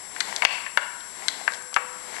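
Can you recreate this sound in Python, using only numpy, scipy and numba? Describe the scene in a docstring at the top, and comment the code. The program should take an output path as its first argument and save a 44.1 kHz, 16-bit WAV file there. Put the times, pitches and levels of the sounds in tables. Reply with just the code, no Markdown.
"""The cams of a lathe's oil pump, turned by hand in a small workshop, close to a camera's microphone.
Rollers rub on the cams, levers knock against the plungers and springs snap with bright ticks.
The casting and the room ring on, and a long spring sings after two late knocks. Behind it lie still air
and a distant hum. The camera whines, hisses and limits the loudest knocks; only its left channel is live."""
import sys
import numpy as np
from scipy import signal
from scipy.fft import rfft, irfft
from scipy.io import wavfile
from scipy.ndimage import uniform_filter1d
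from numba import njit

SR = 44100
rng = np.random.default_rng(int(sys.argv[2]) if len(sys.argv) > 2 else 0)


def transcribe(u):
    """Save the signal u as a 16-bit wav file named by the first command-line argument.

    u: samples, shape (n,) or (channels, n), limited to [-1, 1]; the rate is SR.
    q: integer samples, one column per channel.
    """
    v = np.clip(np.atleast_2d(u).T, -1, 1)
    q = np.round(v * 32767).astype(np.int16)
    wavfile.write(sys.argv[1], SR, q)


N = 97020  # 2.2 s


def undb(db):
    """Decibels to amplitude."""
    return 10 ** (np.asarray(db) / 20)


def level(x, db):
    """Scale to an RMS level in dB."""
    return x * undb(db) / np.sqrt(np.mean(x ** 2))


def unit_energy(x):
    """Scale to an energy of 1."""
    return x / np.sqrt(np.sum(x ** 2))


def fade(t, t60_s):
    """Exponential decay that is 60 dB down at t60_s."""
    return np.exp(-np.log(1000) * t / t60_s)


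def tint(x, points):
    """Filter by a curve through (frequency_hz, gain_db) points."""
    hz, db = np.array(points).T
    bins_hz = np.maximum(np.fft.rfftfreq(len(x), 1 / SR), 1)
    return irfft(rfft(x) * undb(np.interp(np.log(bins_hz), np.log(hz), db)), len(x))


def resonate(x, hz, width_hz):
    """Two-pole resonance with gain 1 at its centre."""
    return signal.lfilter(*signal.iirpeak(hz, hz / width_hz, fs=SR), x)


def camera_whine():
    """A thin buzz at the microphone: tones whose phase slips and snaps back with each frame."""
    # whine tones: pitch_hz, slip_hz, relative_db
    tones = [(7560, 10.5, 0), (7852.2, 15, -5.5), (11041, 0, -17)]
    frame_hz, snap_s = 30, .0015
    t = np.arange(N) / SR
    in_frame_s = uniform_filter1d((t + rng.random()) % (1 / frame_hz), int(snap_s * SR))
    whine = sum(undb(db) * np.sin(2 * np.pi * (hz * t + slip_hz * in_frame_s))
                for hz, slip_hz, db in tones)
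    return level(whine, db=-39.5)


def air_and_hiss():
    """Still workshop air and steady microphone hiss."""
    # noise floor colour: frequency_hz, gain_db
    colour = [(25, -0.5), (100, 1.5), (220, 1.5), (450, -4), (950, 6.5), (1250, 3.5), (2100, -77.5),
              (2600, -13.5), (4700, -7.5), (5700, 9.5), (7000, -16), (8400, 1.5), (9300, 9.5), (10800, 7.5),
              (12000, -13.5)]
    return level(tint(rng.standard_normal(N), colour), db=-43)


def distant_hum():
    """Faint, unsteady low tones from far off in the workshop."""
    # hum tones: pitch_hz, level_db
    tones = [(199, -66), (385, -62)]
    return sum(level(resonate(rng.standard_normal(N), hz, width_hz=12.6), db) for hz, db in tones)


def rollers():
    """Oily steel rubs on the cams: a smooth rush with tiny catches, following the speed of the hand."""
    # course of the rubbing: time_s, level_db
    course = [(0, -41.5), (.1, -41.5), (.17, -36.5), (.3, -31), (.42, -35), (0.602, -38.5), (.72, -44),
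              (.98, -42), (1.12, -41), (1.24, -35.5), (1.42, -36), (1.55, -39), (1.689, -46.5),
              (1.98, -40.5), (2.07, -38), (2.16, -32), (2.2, -36)]
    # colour of the rubbing: frequency_hz, gain_db
    colour = [(60, -31), (200, -7.5), (380, -4.5), (550, -4.5), (750, 1), (1000, 3.5), (1220, -5),
              (1450, -1.5), (2150, 2), (2500, -7), (4200, -7), (7000, -9.5), (11000, -16)]
    catches_per_s, spread_db, catch_share = 2200, 1.5, .5
    catches = (rng.random(N) < catches_per_s / SR) * rng.standard_normal(N)
    catches *= undb(spread_db * np.minimum(rng.exponential(size=N), 4))
    rub = tint(rng.standard_normal(N) + catch_share * level(catches, db=0), colour)
    return level(rub, db=0) * undb(np.interp(np.arange(N) / SR, *np.array(course).T))


def blows(contacts, modes, rattle_t60_s):
    """Each contact sends one push and a short rattle into the damped modes of a part."""
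    # bass, mid, upper mid and treble bands: centre_hz
    bands_hz = (740, 1296, 2970, 5400)
    favour_db, favour_octaves, rattle_rise_s = 8, .13, .0013
    out, t = np.zeros(N + SR), np.arange(SR // 8) / SR
    hz, width_hz, mode_db = np.array(modes, float).T
    rattle_shape = fade(t, rattle_t60_s) * (1 - np.exp(-t / rattle_rise_s))
    for start_s, level_db, favoured_hz, *colour_db, rattle_db in contacts:
        force = undb(rattle_db) * unit_energy(rng.standard_normal(len(t)) * rattle_shape)
        force[0] += 1  # the push
        # the point of contact brings out the modes near one frequency
        lift_db = favour_db * np.exp(-.5 * (np.log2(hz / favoured_hz) / favour_octaves) ** 2)
        gains = undb(mode_db + lift_db + np.interp(np.log(hz), np.log(bands_hz), colour_db))
        ring = sum((-1) ** k * gains[k] * resonate(force, hz[k], width_hz[k]) for k in range(len(hz)))
        start = int(start_s * SR)
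        # level_db counts the whole blow's energy as if it fell within 10 ms
        out[start:start + len(t)] += unit_energy(ring) * undb(level_db) * np.sqrt(SR / 100)
    return out[:N]


def lever_knocks():
    """Levers strike the plungers close to the microphone and rattle briefly."""
    # knocks: start_s, level_db, favoured_hz, bass_db, mid_db, upper_mid_db, treble_db, rattle_db
    knocks = [(.1632, -30, 1670, -5, -1, -2, -7, -10), (.3250, -27.5, 1930, 0.5, -5, -8, -9, -14),
              (.4215, -14, 2470, 1, 3.5, 3, 8, -5), (.4315, -21, 840, 6, -7, -10, -11, 4),
              (.4506, -0.5, 2597, 9, 4, 8, 21.5, -15), (.4551, -9.5, 2750, -26, -3, 6, 15, -18),
              (.6635, -25, 1760, -3, -10, -1, -21, 1), (.7742, -5, 1460, 0, 3, -2, -17, -5),
              (1.218, -34.5, 2050, 7, -13, 0, 2, 23), (1.412, -34, 770, 7, -9, -11, 8, -24),
              (1.4778, -10.5, 1776, -3, 2, -6.5, -6, -4.5), (1.7285, -35.5, 1190, 9, -3, -7, 6, -3),
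              (1.7632, -8.5, 1398, -3, -5, -10.5, -27, -4), (1.7685, -18.5, 1280, 1, 12, 4, -11, -8),
              (2.165, -31, 1930, 4, -4, 1, -9, -4), (2.183, -32, 1940, 6, -6, -10, -2, -4)]
    # damped modes of lever and plunger: pitch_hz, width_hz, gain_db
    modes = [(464, 174, -21.5), (724, 172, -4.5), (820, 104, 0), (1051, 229, 3), (1240, 320, 2),
             (1567, 311, 2.5), (1843, 182, 4), (2020, 163, 3.5), (2274, 130, 3.5), (2740, 260, -3),
             (3700, 410, -15.5), (4150, 300, -16.5), (4646, 290, -15), (5460, 550, -24), (6400, 130, -24),
             (8700, 710, -64)]
    return blows(knocks, modes, rattle_t60_s=.047)


def spring_ticks():
    """Springs snap and ring their seats with bright ticks."""
    # ticks: start_s, level_db, favoured_hz, bass_db, mid_db, upper_mid_db, treble_db, rattle_db
    ticks = [(.2046, -18.5, 3880, 0, -19, 4.5, 0, 2), (.2063, -19.5, 2050, 3, 8.5, -4, -16, -1.5),
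             (.3627, -22, 3830, -8, -12, -3.5, 1, -6), (.4413, -31.5, 3940, 0, 16, -24, 6, 16),
             (1.007, -41, 3930, -8, -12, 6, -7, -4), (1.2834, -13.5, 3864, 1, 1, 6.5, 3.5, -7),
             (1.5213, -34.5, 4600, -9, 11, -6, -1, -10), (1.5368, -33.5, 3900, -9, -12, -2, -4, -1),
             (1.543, -35, 5750, -14, -12, -2, -5, 23), (1.6235, -41, 7700, -9, -12, -14, 8, -10),
             (1.7429, -26.5, 3150, -9, -10, -5, 3, -6)]
    # damped modes of the spring seat: pitch_hz, width_hz, gain_db
    modes = [(1526, 210, 1.5), (2000, 450, -0.5), (2050, 93, 6.5), (3170, 660, -3.5), (3610, 620, -1.5),
             (4315, 860, -2), (6170, 1230, -4.5), (8200, 2100, -9), (9660, 400, -12)]
    return blows(ticks, modes, rattle_t60_s=.021)


def casting_ring(hits):
    """The iron housing rings faintly after every blow."""
    # lasting modes of the casting: pitch_hz, relative_db, t60_s
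    modes = [(859, -20, 1), (967, 16.5, 1), (1015, 13.5, 0.52), (1133, 12, .7), (1345, 11, 0.93),
             (1460, 5, 1), (1692, -25.5, 0.23), (1784, -26.5, .6), (1994, -18, 0.2), (2285, -5, 0.25),
             (2600, 1, 1), (2476, -11, 0.55), (2574, -11, 0.77), (2740, -3, 0.82)]
    t = np.arange(N) / SR
    ring = sum(undb(db) * np.sin(2 * np.pi * hz * t) * fade(t, t60_s) for hz, db, t60_s in modes)
    return undb(-32) * signal.fftconvolve(hits, unit_energy(ring))[:N]


def workshop_echo(hits):
    """Diffuse echo of the small room; the high treble dies first."""
    # echo bands: centre_hz, relative_db, t60_s
    bands = [(200, 5, 0.23), (570, 5.5, 0.41), (1290, -4.5, 1), (2220, -1.5, .65), (4250, -0.5, 0.63),
             (9900, -3, 0.13)]
    build_s = .0046
    t, echo = np.arange(N) / SR, np.zeros(N)
    log_hz = np.log(np.maximum(np.fft.rfftfreq(N, 1 / SR), 1))
    log_centres = np.log([band[0] for band in bands])
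    spectrum = rfft(rng.standard_normal(N))
    for (_, db, t60_s), share in zip(bands, np.eye(len(bands))):
        band_noise = irfft(spectrum * np.interp(log_hz, log_centres, share), N)
        echo += undb(db) * fade(t, t60_s) * band_noise
    echo *= 1 - np.exp(-t / build_s)
    return undb(-16) * signal.fftconvolve(hits, unit_energy(echo))[:N]


def long_spring():
    """The long pump spring sings a wavering, slowly fading tone; two late knocks each start it afresh."""
    # swings of the spring: start_s, level_db
    swings = [(1.478, -44), (1.764, -39.5)]
    pitch_hz, rise_s, t60_s = 501, .025, 1.8
    t, swing = np.arange(N) / SR, np.zeros(N)
    for start_s, db in swings:
        age = np.maximum(t - start_s, 0)
        swing = np.maximum(swing, undb(db) * fade(age, t60_s) * (1 - np.exp(-age / rise_s)))
    waver = level(resonate(rng.standard_normal(N), pitch_hz, width_hz=23), db=-12)
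    return swing * (np.sin(2 * np.pi * pitch_hz * t) + waver)


@njit
def limiter_cut_db(over_db):
    """The camera's gain reduction: it grabs quickly and lets go at a steady rate."""
    attack_s, release_db_per_s = .00034, 149
    attack = 1 - np.exp(-1 / (attack_s * SR))
    out, cut = np.zeros(len(over_db)), 0.
    for i in range(len(over_db)):
        if over_db[i] > cut:
            cut += attack * (over_db[i] - cut)
        else:
            cut = max(cut - release_db_per_s / SR, 0.)
        out[i] = cut
    return out


def scene():
    """The pump close up with the workshop behind it, on the left channel alone."""
    hits = lever_knocks() + spring_ticks()
    pump = hits + casting_ring(hits) + workshop_echo(hits) + long_spring() + rollers()
    left = pump + camera_whine() + air_and_hiss() + distant_hum()
    return np.array([left, np.zeros(N)])


def record(dry):
    """The camera ducks after loud knocks; what overshoots saturates, and a hard overload thumps."""
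    limit_above, saturate_at, thump_above = .63, .88, 3.2  # amplitudes, full scale = 1
    knee, thump_hz, thump_db, top_hz = 5, 300, -28, 12100
    left, right = dry
    over_db = 20 * np.log10(np.abs(left) / limit_above + 1e-9)
    limited = left * undb(-limiter_cut_db(over_db))
    saturated = limited / (1 + np.abs(limited / saturate_at) ** knee) ** (1 / knee)
    overload = np.maximum(np.abs(left) - thump_above, 0)
    thump = undb(thump_db) * signal.sosfilt(signal.butter(1, thump_hz, fs=SR, output="sos"), overload)
    left = np.convolve(saturated - thump, signal.firwin(101, top_hz, fs=SR), "same")
    return np.array([left, right])


dry = scene()
out = record(dry)
transcribe(out)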